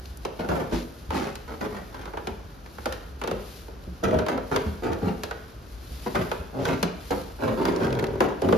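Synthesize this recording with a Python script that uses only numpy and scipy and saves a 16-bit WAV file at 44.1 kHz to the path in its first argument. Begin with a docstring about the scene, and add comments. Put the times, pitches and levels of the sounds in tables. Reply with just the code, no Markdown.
"""Old wooden stairs snap and creak as someone in soft footwear climbs them.
The creaks are stick-slip friction in the loaded treads; the snaps are joints letting go, each with
its own note. Every footfall thumps the low modes of the stair frame and knocks on a tread.
Soles scuff and clothes swish over a low background rumble, and the narrow stairwell adds a
short reverberant tail."""
import sys
import numpy as np
from scipy import signal
from scipy.fft import rfft, irfft
from scipy.io import wavfile
from scipy.ndimage import uniform_filter1d

SR = 44100
rng = np.random.default_rng(int(sys.argv[2]) if len(sys.argv) > 2 else 0)


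def int16_out(signal):
    """Quantize to a 16-bit WAV file."""
    q = np.round(np.clip(np.atleast_2d(signal).T, -1, 1) * 32767)
    wavfile.write(sys.argv[1], SR, q.astype(np.int16))


N = 378016
TIME = np.arange(N) / SR

# loaded treads creak: start_s, length_s, swell_s, level_db, brightness_db, note_hz, note_db
TREAD_CREAKS = [ (0.39, 0.088, .004, -31.5, -0.5, 623, -7), (0.492, 0.16, .004, -28, 0, 565, -15),
                (0.72, 0.056, .005, -31, -1.5, 328, -7.5), (1.124, 0.17, .004, -31.5, 2.5, 322, -7),
                (1.477, 0.083, 0.038, -38, 5, 466, -15), (1.609, 0.058, 0.016, -30.5, 2.5, 423, -9),
                (1.725, 0.11, 0.037, -37.5, 5, 210, -5), (1.925, 0.18, 0.051, -44.5, 10.5, 348, -14),
                (3.223, 0.12, 0.12, -30.5, -24, 365, -5), (4.029, 0.2, 0.029, -25.5, -1, 627, -5.5),
                (4.288, 0.094, .015, -30, 2, 530, -7), (4.513, 0.046, 0.013, -25.5, 1.5, 422, -9.5),
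                (4.821, 0.13, 0.049, -24.5, -3, 457, -7.5), (5.018, 0.099, .003, -30, 0.5, 442, -6.5),
                (6.061, 0.025, .003, -31, 2.5, 480, -7), (6.146, 0.08, .014, -26.5, 3.5, 629, -11),
                (6.528, 0.15, 0.092, -24.5, -9.5, 378, -17), (6.658, 0.085, 0.039, -23.5, 0.5, 145, -11),
                (7.105, 0.051, 0.0026, -26, 1, 518, -8.5), (7.388, 0.16, 0.09, -23, -4, 530, -11),
                (7.574, 0.28, 0.043, -26, -1, 325, -21.5), (7.79, 0.43, 0.036, -29, -3, 129, -4.5),
                (8.211, 0.12, .004, -30, 3, 313, -5), (8.423, 0.16, .02, -23.5, -9, 204, -10)]
# joints let go: start_s, level_db, body_db, edge_db, note_hz
JOINT_SNAPS = [ (0.2501, -21.5, 1, 6, 1080), (0.395, -29, 0, 2, 930), (.488, -23, 2.5, 1.5, 1160),
               (1.105, -18, -8, -5, 904), (1.354, -31.5, -31, 15, 1510), (2.055, -28.5, -5, 1.5, 1050),
               (2.135, -26.5, -2.5, -15, 865), (2.172, -20, -6, -7, 820), (2.271, -21.5, -1.5, 4, 850),
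               (2.783, -28, -4.5, -11, 1470), (2.857, -17.5, -0.5, 4, 1390),
               (2.924, -25.5, -14, 10.5, 1780), (3.215, -21, -8, -1.5, 1000), (3.238, -21, -6, 3, 870),
               (3.2748, -21.5, -4, 6, 890), (3.312, -21, -2, 3.5, 1270), (3.682, -39, 5.5, 5, 905),
               (4.188, -20.5, -1, 2, 950), (4.264, -20.5, -3, 0, 1040), (4.284, -18, -5, 1, 1570),
               (4.377, -23, 0, -4, 1330), (4.561, -13, -4.5, 2, 1523), (5.2343, -25.5, 1.5, 15, 1640),
               (5.3102, -20, -8, -5, 1490), (6.153, -12, -10.5, -8.5, 920), (6.315, -15, -6, -4, 1337),
               (6.653, -16, -25, 2.5, 1510), (6.828, -14, -2, 10, 880), (7.107, -31.5, 10.5, 14, 1590),
               (7.653, -15, -15, 2, 1330), (8.205, -9.5, 2.5, -2.5, 987), (8.418, -24.5, 7.5, 6.5, 970),
               (8.488, -19.5, 4.5, -4, 1280), (8.525, -12, 3.5, -7, 1150)]
# a foot loads the stairs: start_s, frame_db, frame_hz, knock_db, tread_hz
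FOOTFALLS = [(0.493, -26, 65.6, 0, 174), (0.728, -23, 51.4, 3.5, 243), (1.085, -24.5, 76, -16, 200),
             (2.275, -50, 63, -4.5, 212), (3.315, -41, 60, -3, 197), (3.872, -32, 67.4, -9, 181),
             (4.044, -33, 69.5, 4, 203), (4.155, -27.5, 74, 2.5, 168), (4.66, -20, 76.3, 0.5, 208),
             (5.026, -25.5, 95.4, 3.5, 191.7), (5.067, -41, 90, 5, 206), (5.909, -25.5, 62.7, -16.5, 243),
             (6.19, -44, 71, 2.5, 173), (6.392, -28.5, 74.4, -17, 175), (6.833, -45, 71.3, 7, 180)]
# wood fibres let go: start_s, level_db, centre_hz
FIBRE_TICKS = [(0.056, -21, 3900), (0.172, -21, 10000), (2.661, -21.5, 1490), (4.053, -26, 1940),
               (4.11, -16, 1920), (4.932, -16.5, 3480), (7.762, -14.5, 5000), (7.833, -12.5, 1980),
               (7.869, -13.5, 1800), (7.905, -19, 3020), (7.927, -11, 2330), (7.951, -19, 3520),
               (7.99, -11, 2080), (7.995, -8, 1700), (8.041, -7, 1670), (8.068, -18, 4100)]
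# response of the boards to a blow: centre_hz, density_db, t60_s
BOARD_BANDS = [(71.1, -6.5, 0.12), (128, -4, 0.24), (220, -5, 0.052), (289, 0, 0.095), (425, 3, 0.1),
               (660, -3, 0.073), (932, -3, 0.045), (1133, -9, 0.085), (1440, -8, 0.075), (1768, -16, 0.078),
               (3590, -24, 0.053), (6170, -30, 0.031), (14100, -40, 0.028)]
# prominent modes of a tread: centre_hz, width_hz, gain_db
TREAD_MODES = [(218.3, 60, 7.5), (447, 30, 1), (652, 41, 1.5)]
# a sole slides on a tread: start_s, length_s, level_db
SOLE_SCUFFS = [(0.705, 0.16, -38), (1.09, 0.29, -39), (6.572, 0.32, -42)]
# clothes brush as a leg swings: middle_s, half_length_s, level_db
LEG_SWISHES = [(0.095, 0.053, -58.5), (0.564, 0.056, -53), (0.79, 0.11, -56), (1.676, 0.31, -61),
               (2.867, 0.11, -56.5), (3.52, 0.11, -53), (4.645, 0.12, -55), (5.15, 0.19, -59.5),
               (6.02, 0.17, -52.5), (6.237, 0.16, -53), (7.142, 0.1, -49.5), (7.544, 0.19, -56.5),
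               (8.547, 0.064, -52)]
# spectrum of rubbing cloth: frequency_hz, density_db
CLOTH_SPECTRUM = [(300, 10), (1200, 8), (2500, 11), (4500, 13.5), (6500, 7.5), (10000, 7), (13000, 8),
                  (15500, -9)]
# reverberation of the stairwell: centre_hz, tail_db, t60_s
STAIRWELL_BANDS = [(83, -5.5, 0.038), (208, -3, 0.43), (403, -1, 0.49), (1050, -5.5, 0.59),
                   (2840, -4.5, 0.68), (6800, -11, 0.46), (14000, -12, 0.13)]
# spectrum of the background rumble: frequency_hz, density_db
RUMBLE_SPECTRUM = [(30, -38), (45, -4.5), (62, -2.5), (85, -11.5), (300, -26), (900, -54.5)]
# spectrum of the room tone: frequency_hz, density_db
AIR_SPECTRUM = [(40, -19), (150, 0.5), (400, 1), (900, -7), (1500, -7), (2000, -16), (6000, -22),
                (15000, -66)]
# the microphone's stereo image: frequency_hz, coherence, left_lead_rad, left_over_right_db
STEREO_IMAGE = [(140, .95, 0, .7), (450, .5, 0, 0), (900, .05, 0, 1), (1450, .05, 0, -5), (1900, .55, 0, 1),
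                (4800, .5, 0, 5.5), (6800, .45, -1.1, 3), (7600, .95, -2.6, 0), (12000, .98, -6.28, 0),
                (15200, .96, -9.2, 0)]


def creak(length_s, swell_s, level_db, bright_db, note_hz, note_db, settle_s=.42, rub_s=.0055):
    """Stick-slip friction: a train of slips drives the tread, slowing and fading as it settles."""
    first_rate = 102 * 2 ** ((level_db + 26) / 19)  # slips per second, faster in a louder creak
    last_rate = first_rate * np.exp(-length_s / settle_s)
    rates = np.linspace(first_rate, last_rate, max(round((first_rate - last_rate) * settle_s), 2))
    jitter, sizes, grit, catches = rng.standard_normal((128, 4))[:len(rates)].T
    gaps = np.exp(.25 * jitter) / rates
    slip_s = (np.cumsum(gaps) - gaps) * length_s / gaps.sum()
    swell = np.minimum((slip_s + .019) / swell_s, 1)
    load = amp(level_db - 7.5 * slip_s / length_s + 3 * sizes) * swell
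    # each slip is a clean knock in the bass, a brief rub of fibres in the treble and a dry tick
    knocks, rubs, ticks = np.zeros((3, int(length_s * SR) + 1))
    at = (slip_s * SR).astype(int)
    knocks[at] = load * np.sqrt(SR / rates)
    rubs[at] = load * np.sqrt(SR / first_rate) * amp(4 * grit)
    ticks[at] = load * amp(2.5 * np.log2(first_rate / rates) + 4 * catches)  # slower slips tick harder
    rub_power = signal.lfilter([1], [1, -np.exp(-1 / (rub_s * SR))], rubs ** 2) / (rub_s * SR)
    rub = np.sqrt(rub_power) * rng.standard_normal(SR)[:len(rub_power)]
    roll, out = np.linspace(0, np.pi / 2, len(rub)), 0
    for weight in np.cos(roll), np.sin(roll):  # the load rolls from one spot of the board to another
        hz, wood = board()
        tilt_db = log_interp(hz, [120, 300, 500, 1400, 5000], [2.5, 0, 0, bright_db, bright_db - 3])
        note = amp(note_db) * rfft(mode(note_hz, t60_s=.086))
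        response = wood * tread(hz) * amp(tilt_db) + note
        rough = log_interp(hz, [800, 2500], [0, 1])
        for drive, share in (knocks, 1 - rough), (rub, rough):
            out += signal.fftconvolve([drive * weight], irfft(response * np.sqrt(share)), axes=1)
        tick = fibre_tick(bright_db - 1, rng.uniform(700, 1330))
        out += signal.fftconvolve([ticks * weight], tick, axes=1)
    return out


def joint_snap(level_db, body_db, edge_db, note_hz, ring_cycles=45):
    """Impulse excitation: a joint lets go at once, ringing its own note and a hollow one in the tread."""
    hz, wood = board()
    edge_hz = 3800 * np.exp(.077 * rng.standard_normal())
    response = wood * tread(hz) * resonance(hz, edge_hz, width_hz=200, gain_db=4)
    tilt_db = log_interp(hz, [200, 550, 1100, 2000, 5000], [body_db - 8, body_db, 0, 0, edge_db])
    crack = irfft(response * amp(tilt_db))
    hollow = amp(body_db - 7) * mode(454.5 * rng.uniform(.892, 1.138), t60_s=.033, lag_s=.00394)
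    front = fibre_tick(edge_db / 2 - 17, centre_hz=2400)
    note = amp(-11) * mode(note_hz, ring_cycles / note_hz)
    return amp(level_db + 22) * (front + crack + note + hollow)


def frame_thump(level_db, pitch_hz, t60_s=.25, rise_s=.013):
    """Damped free vibration: a footfall swings the frame in a low mode and a weaker, shorter upper one."""
    t = np.arange(SR // 2) / SR
    low = np.sin(2 * np.pi * pitch_hz * t)
    upper = amp(-10 - 60 * t / .13) * np.sin(2 * np.pi * pitch_hz * 2.2 * t)
    envelope = amp(level_db + 4.5 - 60 * t / t60_s) * (1 - np.exp(-t / rise_s))
    return envelope * (low + upper)


def tread_knock(level_db, tread_hz, cutoff_hz=300):
    """A padded impact acts as a low-pass: it wakes the tread's low modes, and the bending mode booms."""
    hz, wood = board()
    thud = amp(5) * irfft(wood / (1 + (hz / cutoff_hz) ** 2))
    boom = amp(-2) * mode(tread_hz, t60_s=.12)
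    return amp(level_db) * (thud + boom)


def fibre_tick(level_db, centre_hz, t60_s=.024, body_hz=550, size=8192):
    """Sudden release: fibres give a burst of band noise; the lower it is, the more the board joins in."""
    burst = rng.standard_normal((2, size)) * amp(-60 * np.arange(size) / SR / t60_s)
    splinter = signal.lfilter(*signal.iirpeak(centre_hz, Q=2, fs=SR), burst)
    splinter /= np.linalg.norm(splinter, axis=1, keepdims=True)
    hz, wood = board()
    body = irfft(wood * hz ** 2 / (hz ** 2 + body_hz ** 2))
    coupling = amp(17) / (1 + (centre_hz / (2 * body_hz)) ** 2)
    return amp(level_db) * (splinter + coupling * body)


def board(delay_at_1khz_s=.0022):
    """Dispersion: low bending waves arrive later. Gives the unit-energy spectrum of one spot of wood."""
    centres = np.transpose(BOARD_BANDS)[0]
    hz, wood = dense_modes(BOARD_BANDS, delay_at_1khz_s * (1000 / centres) ** .7, size=8192)
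    wood *= np.minimum(hz / centres[0], 1) ** 3  # steep fall below the lowest mode
    return hz, wood / np.sqrt(np.mean(abs(wood) ** 2))


def tread(hz):
    """Modal filtering: a few resonances of the tread stand out from the rest of the wood."""
    return np.prod([resonance(hz, *row) for row in TREAD_MODES], axis=0)


def resonance(hz, centre_hz, width_hz, gain_db):
    """Resonance: one mode lifts the response around its natural frequency."""
    return 1 + (amp(gain_db) - 1) / (1 + 2j * (hz - centre_hz) / width_hz)


def mode(pitch_hz, t60_s, lag_s=0, size=8192):
    """A damped oscillator of unit energy, heard a quarter cycle apart at left and right."""
    t = np.maximum(np.arange(size) / SR - lag_s, 0)
    ring = np.exp(2j * np.pi * pitch_hz * t) * (1 - np.exp(-t * pitch_hz)) * amp(-60 * t / t60_s)
    return np.array([ring.imag, ring.real]) / np.linalg.norm(ring.real)


def dense_modes(bands, delays_s, size):
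    """Modal overlap: close modes merge into decaying noise, band by band. Gives two spectra."""
    centres, levels_db, t60s = np.transpose(bands)
    t, hz, total = np.arange(size) / SR, np.fft.rfftfreq(size, 1 / SR), 0
    for share, delay, t60 in zip(np.eye(len(bands)), delays_s, t60s):
        band = np.sqrt(log_interp(hz, centres, share))
        decay = (t >= delay) * amp(-60 * np.maximum(t - delay, 0) / t60)
        ring = band * rfft(rng.standard_normal((2, size)) * decay)
        total += ring * np.linalg.norm(band) / np.linalg.norm(ring, axis=1, keepdims=True)
    return hz, total * amp(log_interp(hz, centres, levels_db))


def scuffs(grain_db=3):
    """Sliding friction: soft soles cross the wood grain, in noise that swells fast and fades slower."""
    strokes = sum(amp(db) * np.interp(TIME, [start, start + length / 4, start + length], [0, 1, 0])
                  for start, length, db in SOLE_SCUFFS)
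    grain = amp(grain_db * flicker(60))
    return noise([(150, -23), (1000, 9), (4500, 2), (14000, -14)]) * strokes * grain


def clothes(rustle_db=-63.5, grain_db=1.3, flutter_db=2.5):
    """Friction noise of cloth on cloth: smooth swishes and a faint, wavering rustle add in power."""
    grain = amp(3.5 + grain_db * flicker(200))
    rustle_power = amp(rustle_db + flutter_db * flicker(3000)) ** 2
    swish_power = sum(amp(db) ** 2 * np.exp(-((TIME - middle) / half) ** 2)
                      for middle, half, db in LEG_SWISHES)
    return noise(CLOTH_SPECTRUM) * np.sqrt(rustle_power + swish_power) * grain


def stairwell(source, first_echo_s=.0083, positions=4, drift_hz=.4545):
    """Reverberation: close walls return a short, dense tail whose pattern shifts as the walker climbs."""
    out = 0
    for k in range(positions):
        _, tail = dense_modes(STAIRWELL_BANDS, [first_echo_s] * len(STAIRWELL_BANDS), size=32768)
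        share = np.maximum(np.cos(2 * np.pi * (drift_hz * TIME - k / positions)), 0)
        out += signal.fftconvolve(source * share, irfft(tail), axes=1)[:, :N]
    return out


def background(rumble_db=-42.5, air_db=-49):
    """Stationary noise: a low background rumble under a soft room tone."""
    return amp(rumble_db) * noise(RUMBLE_SPECTRUM) + amp(air_db) * noise(AIR_SPECTRUM)


def stereo_image(sound):
    """Coherence: the microphone's channels match in the bass, differ midway, are out of step on top."""
    points, *columns = np.transpose(STEREO_IMAGE)
    hz = np.fft.rfftfreq(N, 1 / SR)
    coherence, lead_rad, left_db = (log_interp(hz, points, column) for column in columns)
    left, other = rfft(sound)
    right = (coherence * left + np.sqrt(1 - coherence ** 2) * other) * np.exp(-1j * lead_rad)
    return irfft(np.array([left * amp(left_db / 2), right * amp(-left_db / 2)]), N)


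def noise(spectrum):
    """Spectral shaping: two uncorrelated noises of one colour, rms 1."""
    gain = amp(log_interp(np.fft.rfftfreq(N, 1 / SR), *np.transpose(spectrum)))
    shaped = irfft(rfft(rng.standard_normal((2, N))) * gain, N)
    return shaped / shaped.std()


def flicker(samples):
    """A moving average of noise: a random fluctuation of unit deviation."""
    smooth = uniform_filter1d(rng.standard_normal(N), size=samples)
    return smooth / smooth.std()


def amp(db):
    """Decibels to amplitude ratio."""
    return 10 ** (np.asarray(db) / 20)


def log_interp(hz, points, values):
    """Linear interpolation over log frequency."""
    return np.interp(np.log(hz + 1), np.log(np.abs(points) + 1), values)


def add(mix, start_s, sound):
    """Superposes a sound on the mix from start_s."""
    part = mix[..., max(round(start_s * SR), 0):][..., :sound.shape[-1]]
    part += sound[..., :part.shape[-1]]


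def scene():
    """Superposition: the wood and its reverberation, soles, clothes, background and thumping frame."""
    wood, ticks, frame = np.zeros((2, N)), np.zeros((2, N)), np.zeros(N)
    for start_s, *row in TREAD_CREAKS:
        add(wood, start_s, creak(*row))
    for start_s, *row in JOINT_SNAPS:
        add(wood, start_s, joint_snap(*row))
    for start_s, *row in FIBRE_TICKS:
        add(ticks, start_s, fibre_tick(*row))
    for start_s, frame_db, frame_hz, knock_db, tread_hz in FOOTFALLS:
        add(frame, start_s, frame_thump(frame_db, frame_hz))
        add(wood, start_s, tread_knock(knock_db, tread_hz))
    ambience = background()
    tail = stairwell(wood + amp(-2.5) * ticks)
    return stereo_image(wood + ticks + tail + scuffs() + clothes() + ambience) + frame


def record(dry):
    """Band limiting: a linear-phase low-pass removes the highest treble."""
    low_pass = signal.firwin(511, cutoff=15600, window=("kaiser", 9), fs=SR)
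    return signal.oaconvolve(dry, low_pass[None], "same")


dry = scene()
out = record(dry)
int16_out(out)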